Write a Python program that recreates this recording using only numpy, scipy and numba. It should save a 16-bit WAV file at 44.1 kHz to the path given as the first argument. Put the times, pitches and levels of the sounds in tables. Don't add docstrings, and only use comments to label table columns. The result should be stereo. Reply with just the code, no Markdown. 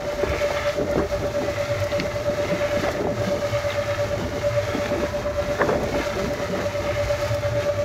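import sys
import numpy as np
from scipy import signal
from scipy.fft import rfft, irfft, next_fast_len
from scipy.io import wavfile
from scipy.ndimage import uniform_filter1d
from numba import njit

SR = 44100
rng = np.random.default_rng(int(sys.argv[2]) if len(sys.argv) > 2 else 0)


def digitize_waveform(pressure):
    field = np.atleast_2d(pressure).T
    bounded = np.clip(field, -1, 1)
    quanta = np.round(bounded * 32767).astype(np.int16)
    wavfile.write(sys.argv[1], SR, quanta)


N = 345744
TIME = np.arange(N) / SR
HIT_TIME = TIME[:SR // 4]

# start and length in seconds, then the levels of gravel, sand
# and rattling coarse stones in dB.
SLIDES = [(0.366, 0.37, -37, -46.5, -37.5), (1.47, 0.51, -42, -51, -53), (2.505, 0.47, -36.5, -47.5, -42.5),
          (3.6, 0.28, -40.5, -51, -50), (4.6, 0.48, -39, -49, -43), (5.935, 0.46, -41.5, -49, -59),
          (6.887, 0.4, -39.5, -47, -40)]
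SLIDE_ATTACK_S, SLIDE_RELEASE_S = 0.22, 0.075


def undb(db):
    return 10 ** (np.asarray(db) / 20)


def unit(x):
    return x / np.sqrt(np.mean(x ** 2))


def peak(x, db):
    return x * undb(db) / np.mean(np.abs(x).max(axis=-1))


def add(out, start, hit):
    i = max(int(start * SR), 0)
    out[:, i:i + hit.shape[-1]] += hit[:, :N - i]


def curves(table):
    times, *columns = np.transpose(table)
    return [np.interp(TIME, times, column) for column in columns]


def walk(rate):
    hold = int(SR / rate)
    steps = np.repeat(rng.standard_normal(N // hold + 2), hold)
    return 1.055 * uniform_filter1d(steps, hold)[:N]


def surge(start, length, attack_s, release_s):
    return np.interp(TIME - start, [-attack_s, 0, length, length + release_s], [0, 1, 1, 0])


def colour(x, points, power=1):
    size = next_fast_len(x.shape[-1] + 4096)
    size += size % 2
    hz, db = np.transpose(points)
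    bins_hz = np.maximum(np.arange(size // 2 + 1) * SR / size, 1)
    gain = undb(np.interp(np.log(bins_hz), np.log(hz), db))
    cepstrum = irfft(power * np.log(gain))
    cepstrum[1:size // 2] *= 2
    cepstrum[size // 2 + 1:] = 0
    return irfft(rfft(x, size) * np.exp(rfft(cepstrum)))[..., :x.shape[-1]]


def ring(x, hz, width_hz):
    return signal.lfilter(*signal.iirpeak(hz, hz / width_hz, fs=SR), x)


@njit
def moving_ring(x, hz, width_hz):
    y = np.empty((2, len(hz)))
    for c in range(2):
        band, low = 0., 0.
        for i in range(len(hz)):
            tuning, damping = np.pi * hz[i] / SR, width_hz / hz[i]
            swing = (band + tuning * (x[c, i] - low)) / (1 + tuning * (tuning + damping))
            band, low = 2 * swing - band, low + 2 * tuning * swing
            y[c, i] = damping * swing
    return y


def contact_fade(t60, echo_db, echo_t60):
    return undb(-60 * HIT_TIME / t60) + undb(echo_db - 60 * HIT_TIME / echo_t60)


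def burst(t60, echo_db, echo_t60):
    return rng.standard_normal((2, len(HIT_TIME))) * contact_fade(t60, echo_db, echo_t60)


def grains(rate, spread_db, echo_db, echo_t60):
    chance = rng.random(N) * SR / rate
    size = (chance < 1) * undb(spread_db * np.minimum(-np.log(chance), 4))
    fade = contact_fade(0.00084, echo_db, echo_t60)
    energy = np.abs(signal.oaconvolve(size ** 2, fade ** 2)[:N])
    return rng.standard_normal((2, N)) * np.sqrt(energy)


def belt():
    # time in seconds, tooth rate in Hz.
    tooth_rate = [(0, 584), (1, 583.5), (1.53, 579.5), (2.3, 584.5), (3.2, 582.4), (3.9, 580.5), (4.3, 582),
                  (5.3, 586.2), (5.9, 581), (6.64, 581.7), (7.84, 583)]
    pulley_lag = [(0, -0.017), (.6, -0.0036), (.95, 0.00024), (1.35, 0.0019), (1.8, .006), (2.2, .001),
                  (3.15, -0.000074), (3.5, 0.0023), (4.05, 0.0059), (4.4, -0.012), (5.1, -0.0032),
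                  (5.7, -0.0035), (6.3, 0.0018), (7, -0.0054), (7.84, -0.0064)]
    # time in seconds, level in dB, left minus right in dB.
    whine = [(0, -24, -2), (.22, -18.5, 0), (.34, -24, 1), (.45, -20.5, -10), (.57, -19.5, 1.5),
             (.68, -21.5, -9), (.8, -24.5, -6.5), (.91, -19, 1), (1.03, -23, 2), (1.14, -18, 6),
             (1.37, -22, -7), (1.49, -20.5, 2), (1.6, -18, 1), (1.72, -21, -6), (1.95, -17, 5.5),
             (2.18, -25.5, -6), (2.29, -20.5, -6), (2.52, -23, -7.5), (2.64, -16, 3), (2.75, -19.5, -5.5),
             (2.98, -23.5, 1), (3.1, -21.5, 1.5), (3.33, -19.5, -3.5), (3.44, -18, 3), (3.56, -17, 1.5),
             (3.9, -21, -3), (4.13, -23, -8), (4.25, -24.5, 7), (4.36, -24, -2), (4.48, -17, -1.5),
             (4.59, -15.5, 0), (4.71, -29.5, -8), (4.82, -19, 3), (4.94, -22.5, -4), (5.05, -24, -3),
             (5.28, -19, 5), (5.4, -17.5, 2), (5.51, -20.5, -3.5), (5.74, -21, 0.5), (5.86, -25, 2),
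             (5.97, -19.5, 4.5), (6.09, -22, 3), (6.32, -23, 3), (6.66, -20.5, 0), (6.89, -19.5, -1),
             (7.01, -18.5, 4), (7.12, -16.5, 1.5), (7.35, -24, -5.5), (7.47, -19, -1), (7.7, -15, 1),
             (7.84, -17.5, 1)]
    turn_s, first_tight_s, slack_depth = 0.115, 0.108, 0.85
    turn = 2 * np.pi * (TIME - first_tight_s - curves(pulley_lag)[0]) / turn_s
    level_db, pan_db = curves(whine)
    slack = np.sin(turn / 2) ** 2
    swell = undb(level_db) * (1 - slack_depth * slack ** 0.85)
    mesh = 2 * np.pi * np.cumsum(curves(tooth_rate)[0]) / SR - 0.36 * np.sin(turn)
    lead = 1.805 + 0.21 * np.minimum(pan_db, 0)
    ears = []
    for side in (1, -1):
        phase = mesh + side * lead / 2 + 0.017 * walk(5.3) + 0.086 * walk(60)
        tone = np.sin(phase) * undb(0.97 * walk(45))
        octave = undb(-22.5 + 2.9 * walk(30)) * np.sin(2 * phase + walk(25))
        chatter = undb(-31) * unit(ring(ring(rng.standard_normal(N), 602, 14), 632, 49))
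        gain = np.sqrt(2) * swell * undb(side * pan_db / 2)
        ears.append(gain * (tone + octave) + chatter * (1 - slack / 2))
    return np.array(ears)


def motor():
    # time in seconds, level in dB.
    hum_ride = [(0, -43), (1.5, -38.5), (1.65, -28), (2.7, -36), (3.15, -31.5), (3.25, -26), (3.36, -38),
                (3.48, -27.5), (3.9, -29.5), (4.7, -31), (4.95, -40), (6.6, -36.5), (6.95, -30),
                (7.65, -27.5), (7.84, -29.5)]
    gear_ride = [(0, -46), (.25, -32), (.75, -39.5), (1.15, -32), (1.45, -40), (2.4, -39), (2.8, -36.5),
                 (3.3, -39.5), (4.7, -38), (5.1, -34.5), (5.7, -33), (6.25, -38), (6.8, -39), (7.15, -33.5),
                 (7.84, -40)]
    # frequency in Hz, gain in dB.
    rumble_eq = [(15, -32), (30, 2), (45, 10.5), (72, 16.5), (100, 9.5), (140, 6), (300, -40)]
    mains_hz, drone_hz, boom_hz, boom_width_hz = 100, 115.3, 98, 28
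    hum = np.sin(2 * np.pi * mains_hz * TIME) * np.array([[1], [.4]])
    drone = np.array([np.sin(2 * np.pi * drone_hz * TIME + 0.82 * walk(7.6)) * undb(4.6 * walk(12))
                      for _ in range(2)])
    boom = ring(rng.standard_normal((2, N)), boom_hz, boom_width_hz)
    boom = unit(ring(boom, boom_hz, boom_width_hz))
    rumble = unit(colour(rng.standard_normal((2, N)), rumble_eq))
    drive = undb(-3.5) * hum + undb(-6) * drone + undb(-9.5) * boom
    drive_db = curves(hum_ride)[0] + 2.5 * walk(14)
    rumble_db = curves(gear_ride)[0] + 1.1 * walk(7.5)
    return undb(drive_db) * drive + undb(rumble_db) * rumble


def pocket(hz, cycles, glide):
    age = TIME[:int(SR * cycles / hz)] * hz / cycles
    phase = 2 * np.pi * cycles * age * (1 + glide * age)
    return np.sin(phase) * undb(-50 * age) * (1 - np.exp(-20 * age))


def squelch(low_hz, high_hz, cycles, spread_db, count=900):
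    out = np.zeros((2, N))
    for when, pitch, size, place in rng.random((count, 4)):
        plop = pocket(low_hz * (high_hz / low_hz) ** pitch, cycles, glide=0.15) * undb(-spread_db * size)
        pan = [np.cos(2 * np.pi * place), np.sin(2 * np.pi * place)]
        add(out, when * N / SR, np.outer(pan, plop))
    return out


def tumble():
    # start and length in seconds, level in dB.
    falls = [(0.018, 0.04, -32.5), (0.235, 0.11, -35), (0.816, 0.062, -28.5), (0.974, 0.02, -25.5),
             (1.185, 0.064, -31), (1.426, 0.058, -29.5), (2.007, 0.052, -31), (2.302, 0.27, -32.5),
             (2.803, 0.14, -33), (3.008, 0.077, -27), (3.225, 0.18, -30), (4.167, 0.21, -33),
             (4.725, 0.069, -34), (4.866, 0.14, -30), (5.123, 0.095, -32.5), (5.446, 0.078, -32),
             (5.628, 0.14, -24), (5.82, 0.18, -26.5), (6.164, 0.27, -31.5), (6.536, 0.066, -28),
             (6.826, 0.024, -34), (7.586, 0.081, -35.5)]
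    # frequency in Hz, gain in dB.
    mud_eq = [(70, -35), (130, 1.5), (200, -2.5), (290, -2), (400, 2.5), (500, -4), (750, -7.5),
              (1100, -23), (2000, -23), (5000, -55.5)]
    falling = sum((undb(db) * surge(start, length, attack_s=0.079, release_s=0.095)) ** 2
                  for start, length, db in falls)
    churning = undb(-37.5) ** 2
    level_db = 10 * np.log10(falling + churning) + 1.04 * walk(13)
    patter = unit(colour(grains(rate=900, spread_db=2.2, echo_db=-9.5, echo_t60=0.088), mud_eq))
    plops = unit(colour(squelch(low_hz=165.5, high_hz=1196, cycles=30.3, spread_db=14.5), mud_eq))
    return patter * undb(level_db - 2) + plops * undb(level_db - 4.5)


def slide_levels():
    # start and length in seconds, boost in dB.
    scrapes = [(0.682, .025, 2), (2.647, 0.046, 1), (3.252, 0.037, 1.5), (3.693, 0.057, 2.5),
               (4.854, 0.037, 2), (5.973, 0.097, 2.5), (7.036, 0.016, 2.5), (7.614, .03, 2)]
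    # start and length in seconds, sand dip in dB.
    lulls = [(0, 0.23, -1), (.8, 0.13, -2), (2.99, 0.14, -4), (5.25, 0.066, -3), (7.42, 0.11, -0.4)]
    gravel_power, sand_power = undb(-37) ** 2, undb(-44.5) ** 2
    for start, length, gravel_db, sand_db, _ in SLIDES:
        flow = surge(start, length, SLIDE_ATTACK_S, SLIDE_RELEASE_S)
        gravel_power += flow * undb(gravel_db) ** 2
        sand_power += flow * undb(sand_db) ** 2
    grit_db = 0.9 * walk(12)
    grit_db += sum(db * surge(start, length, 0.022, 0.012) for start, length, db in scrapes)
    lull_db = sum(db * surge(start, length, 0.1, 0.1) for start, length, db in lulls)
    return (10 * np.log10(gravel_power) + grit_db + 0.65 * lull_db,
            10 * np.log10(sand_power) + grit_db + lull_db)


def gravel(level_db):
    # pitch and width in Hz, level in dB.
    drum_modes = [(804, 23, 0), (913, 46, 1.5), (1186, 147, -0.5), (1316, 42, 3), (1742, 147, 0),
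                  (1987, 46, -3), (2130, 99, -1), (2580, 270, -9.5), (3132, 68, -6), (3710, 170, -6)]
    # frequency in Hz, gain in dB.
    crunch_eq = [(300, -6), (700, 2.5), (1020, -5.5), (1400, 0), (2200, -5), (2900, -16), (4000, -19.5),
                 (7000, -25), (12000, -54)]
    scrape = grains(rate=1400, spread_db=4.34, echo_db=-15, echo_t60=0.13)
    scrape = signal.sosfilt(signal.butter(4, 3300, fs=SR, output="sos"), scrape)
    hollow = unit(sum(undb(db) * moving_ring(scrape, hz * np.exp(0.047 * walk(5)), float(width))
                      for hz, width, db in drum_modes))
    crunch = unit(colour(grains(rate=1500, spread_db=3.9, echo_db=-13, echo_t60=0.05), crunch_eq))
    slide = unit(hollow + undb(-1.5) * crunch)
    lows = signal.sosfiltfilt(signal.butter(2, 1500, fs=SR, output="sos"), slide)
    tilt_db = 0.26 * (level_db - np.mean(level_db))
    return (lows * undb(-tilt_db) + (slide - lows) * undb(tilt_db)) * undb(level_db + 2)


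def sand(level_db):
    # frequency in Hz, gain in dB.
    hiss_eq = [(1500, -16), (2900, -5.5), (3700, 1), (4400, 2.5), (4950, -0.5), (5800, 0.5), (7000, -4.5),
               (8000, -14), (9300, -20.5), (11000, -13.5), (13000, -14.5), (16000, -18)]
    hiss = unit(colour(grains(rate=2500, spread_db=3.06, echo_db=-11, echo_t60=0.14), hiss_eq))
    return hiss * undb(level_db + 0.91 * walk(22))


def bongs():
    # start in seconds, peak in dB.
    clods = [(0.035, -40), (0.505, -27), (1.415, -25), (2.865, -24), (4.21, -31), (5.69, -27), (5.941, -24),
             (6.84, -28)]
    shell_hz = 802
    out = np.zeros((2, N))
    for start, db in clods:
        push = burst(t60=.04, echo_db=-20, echo_t60=.1)
        bong = ring(ring(push, shell_hz, width_hz=81), shell_hz, width_hz=330)
        add(out, start, peak(bong, db))
    return out


def lumps():
    # start in seconds, level in dB, pitch in Hz, slap offset in dB, thud decay in seconds.
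    flops = [(0.04, -25, 600, -12, .04), (0.124, -19.5, 385, -16, .04), (0.23, -12.5, 400, -12, 0.05),
             (0.268, -21, 300, -9, .03), (0.333, -19, 405, -20, .05), (0.44, -17, 398, -18, 0.036),
             (0.503, -14, 500, -12, .04), (0.81, -17, 258, -18, 0.066), (0.828, -23, 370, -16, .05),
             (0.894, -20, 258, -26, 0.07), (0.976, -12.5, 330, -11, .08), (0.991, -13.5, 340, -6.5, 0.06),
             (1.236, -18.5, 480, -20, .05), (1.415, -20, 395, -17, 0.08), (2.017, -23, 185, -10, .04),
             (2.835, -16, 347, -8, 0.044), (2.868, -22, 420, -16, .04), (2.879, -12, 634, -12, 0.029),
             (3.013, -13, 252, -17, 0.045), (3.042, -19, 415, -20, 0.066), (3.273, -17, 375, -19, .04),
             (4.21, -18.5, 220, -12, 0.072), (4.746, -13, 282, -18, 0.044), (4.78, -17.5, 200, -19, .04),
             (4.907, -16, 300, -24, .045), (4.955, -18, 385, -22, .05), (5.03, -11, 355, -15, 0.098),
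             (5.184, -24, 366, -22, .05), (5.49, -22, 300, -20, .05), (5.586, -21, 620, 0, .08),
             (5.603, -11, 530, -6, 0.05), (5.615, -14, 400, -5, 0.065), (5.667, -18, 750, -8, 0.065),
             (5.688, -10, 390, -8, 0.09), (5.723, -12, 390, -21, 0.087), (5.752, -16.5, 433, -11, .05),
             (5.815, -18.5, 739, -9, 0.068), (5.944, -17.5, 350, -6, 0.078), (6.395, -19.5, 255, -12, .05),
             (6.548, -18, 400, -8, .06), (6.588, -19.5, 315, -5.5, 0.069), (6.849, -17, 200, -21, 0.064)]
    # frequency in Hz, gain in dB.
    slap_eq = [(300, -48), (750, -0.5), (1200, 3), (1800, -3.5), (3000, -48), (8000, -56)]
    landing = np.minimum(HIT_TIME / 0.0037, 1)
    out = np.zeros((2, N))
    for start, db, hz, slap_db, decay_s in flops:
        flop = burst(decay_s, echo_db=-13, echo_t60=.13) * landing
        thud = ring(ring(flop, hz, width_hz=160), hz, width_hz=770)
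        slap = colour(burst(t60=.15, echo_db=-18, echo_t60=.11), slap_eq)
        add(out, start, peak(thud, db - 2.5) + peak(slap, db + slap_db))
    return out


def rattle():
    ring_hz, width_hz, sag_hz_per_s, fade_db_per_s = 2190., 530., 470, 16
    gain, hz = np.zeros(N), np.full(N, ring_hz)
    for start, length, _, _, db in SLIDES:
        age = np.clip(TIME - start, 0, length)
        flow = surge(start, length, SLIDE_ATTACK_S, SLIDE_RELEASE_S)
        gain += flow * undb(db - fade_db_per_s * age)
        hz -= flow * sag_hz_per_s * age
    clatter = grains(rate=350, spread_db=2.3, echo_db=-9, echo_t60=0.19)
    for _ in range(2):
        clatter = moving_ring(clatter, hz * np.exp(0.02 * walk(14)), width_hz)
    return gain * unit(clatter)


def pops():
    # start in seconds, peak in dB, opening pitch in Hz, length in cycles of that pitch.
    pockets = [(0.231, -18, 436, 23), (0.504, -21, 760, 9), (0.9572, -9, 530, 5), (0.96, -13, 320, 4.5),
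               (2.298, -16, 255, 4.1), (2.771, -17, 270, 5.2), (2.794, -20, 190, 5.5),
               (2.836, -17.5, 360, 13), (3.02, -20, 490, 7.6), (3.07, -12.5, 765, 8.6),
               (3.12, -21.5, 224, 8.8), (4.22, -20, 202, 6.8), (4.9163, -16.5, 310, 5.9),
               (5.6165, -11.5, 1140, 17), (5.623, -18, 1700, 18), (5.6883, -16, 500, 9.1),
               (5.723, -16, 480, 10), (6, -17, 380, 5), (6.24, -20.5, 193, 7)]
    out = np.zeros((2, N))
    for start, db, hz, cycles in pockets:
        add(out, start, peak(pocket(hz, cycles, glide=-0.2), db) * np.array([[1], [.4]]))
    return out


def spits():
    # start in seconds, level in dB.
    splashes = [(0.2922, -31), (0.6684, -38), (0.9103, -32), (1.265, -37), (1.5853, -36), (1.8002, -32),
                (1.8373, -30), (1.866, -37), (2.8115, -34), (2.9136, -31), (5.8326, -33), (6.333, -31),
                (7.212, -33), (7.2788, -32), (7.3432, -27), (7.4053, -37)]
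    # frequency in Hz, gain in dB.
    spray_eq = [(2000, -18), (5000, 11), (7000, 5), (9000, -8), (12000, 0), (16000, -3)]
    out = np.zeros((2, N))
    for start, db in splashes:
        spray = burst(t60=.045, echo_db=-16, echo_t60=.08) * np.minimum(HIT_TIME / .002, 1)
        add(out, start, peak(colour(spray, spray_eq), db + .5))
    return out


def stones():
    # start in seconds, ring peak in dB, pitch and width in Hz, snap in dB against the ring.
    knocks = [(0.385, -23, 2200, 350, -18), (0.407, -20, 2170, 350, -18), (0.432, -22, 2300, 400, -12),
              (0.674, -29, 5700, 400, -16), (0.689, -25.5, 4880, 600, -14), (0.695, -23, 2130, 350, -14),
              (1.434, -23, 1840, 900, -15), (1.655, -32, 4680, 700, -10), (1.918, -26, 4200, 900, -3),
              (1.9987, -15.5, 2220, 350, 2.5), (2.841, -24, 1640, 300, -12), (2.885, -22, 1940, 900, -8),
              (3.26, -32, 3150, 700, -8), (3.704, -26, 3770, 110, -3), (3.719, -25, 3680, 300, -2),
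              (4.8586, -19, 1600, 600, -8), (4.879, -27, 3760, 500, -8), (5.6142, -13, 1690, 70, -22),
              (6.095, -27, 4250, 700, -8), (6.864, -24, 2150, 800, -12), (7.0408, -23, 2100, 500, -8)]
    # frequency in Hz, gain in dB.
    ring_eq = [(300, -37), (1200, 15), (2300, 21), (4500, 18.5), (6000, 2), (7500, -26), (9000, -28),
               (15000, -30)]
    snap_eq = [(600, -38), (1500, 3), (4300, 2), (5600, -4), (7000, -25), (15000, -38)]
    out = np.zeros((2, N))
    for start, db, hz, width, snap_db in knocks:
        knock = burst(t60=.009, echo_db=-15, echo_t60=.08)
        clink = colour(ring(knock, hz, width), ring_eq)
        snap = colour(knock, snap_eq)
        add(out, start, peak(clink, db) + peak(snap, db + snap_db))
    return out


def scene():
    # frequency in Hz, gain of the side channel in dB.
    width_eq = [(30, -3.5), (60, 1), (100, -14.5), (170, 2), (260, 1), (420, 4.5), (750, 4), (920, -2.5),
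                (1180, 3.5), (1700, -1.5), (2250, -1.5), (2950, 4), (4100, -2), (5000, 1.5), (6500, 0),
                (15000, 0)]
    # frequency in Hz, left minus right in dB.
    lean_eq = [(100, -1), (1800, -1.5), (2500, -1.5), (3700, -1), (5000, -2), (6500, -7.5), (9000, -5.5),
               (11000, -8), (15000, 1)]
    gravel_db, sand_db = slide_levels()
    bed = motor() + tumble() + gravel(gravel_db) + sand(sand_db) + rattle()
    hits = bongs() + lumps() + pops() + spits() + stones()
    mid, side = bed + hits
    side = colour(side, width_eq)
    left = colour(mid + side, lean_eq, power=.5)
    right = colour(mid - side, lean_eq, power=-.5)
    return np.array([left, right]) + belt()


def record(dry):
    top_hz = 15600
    return signal.sosfilt(signal.ellip(10, .2, 80, top_hz, fs=SR, output="sos"), dry)


dry = scene()
out = record(dry)
digitize_waveform(out)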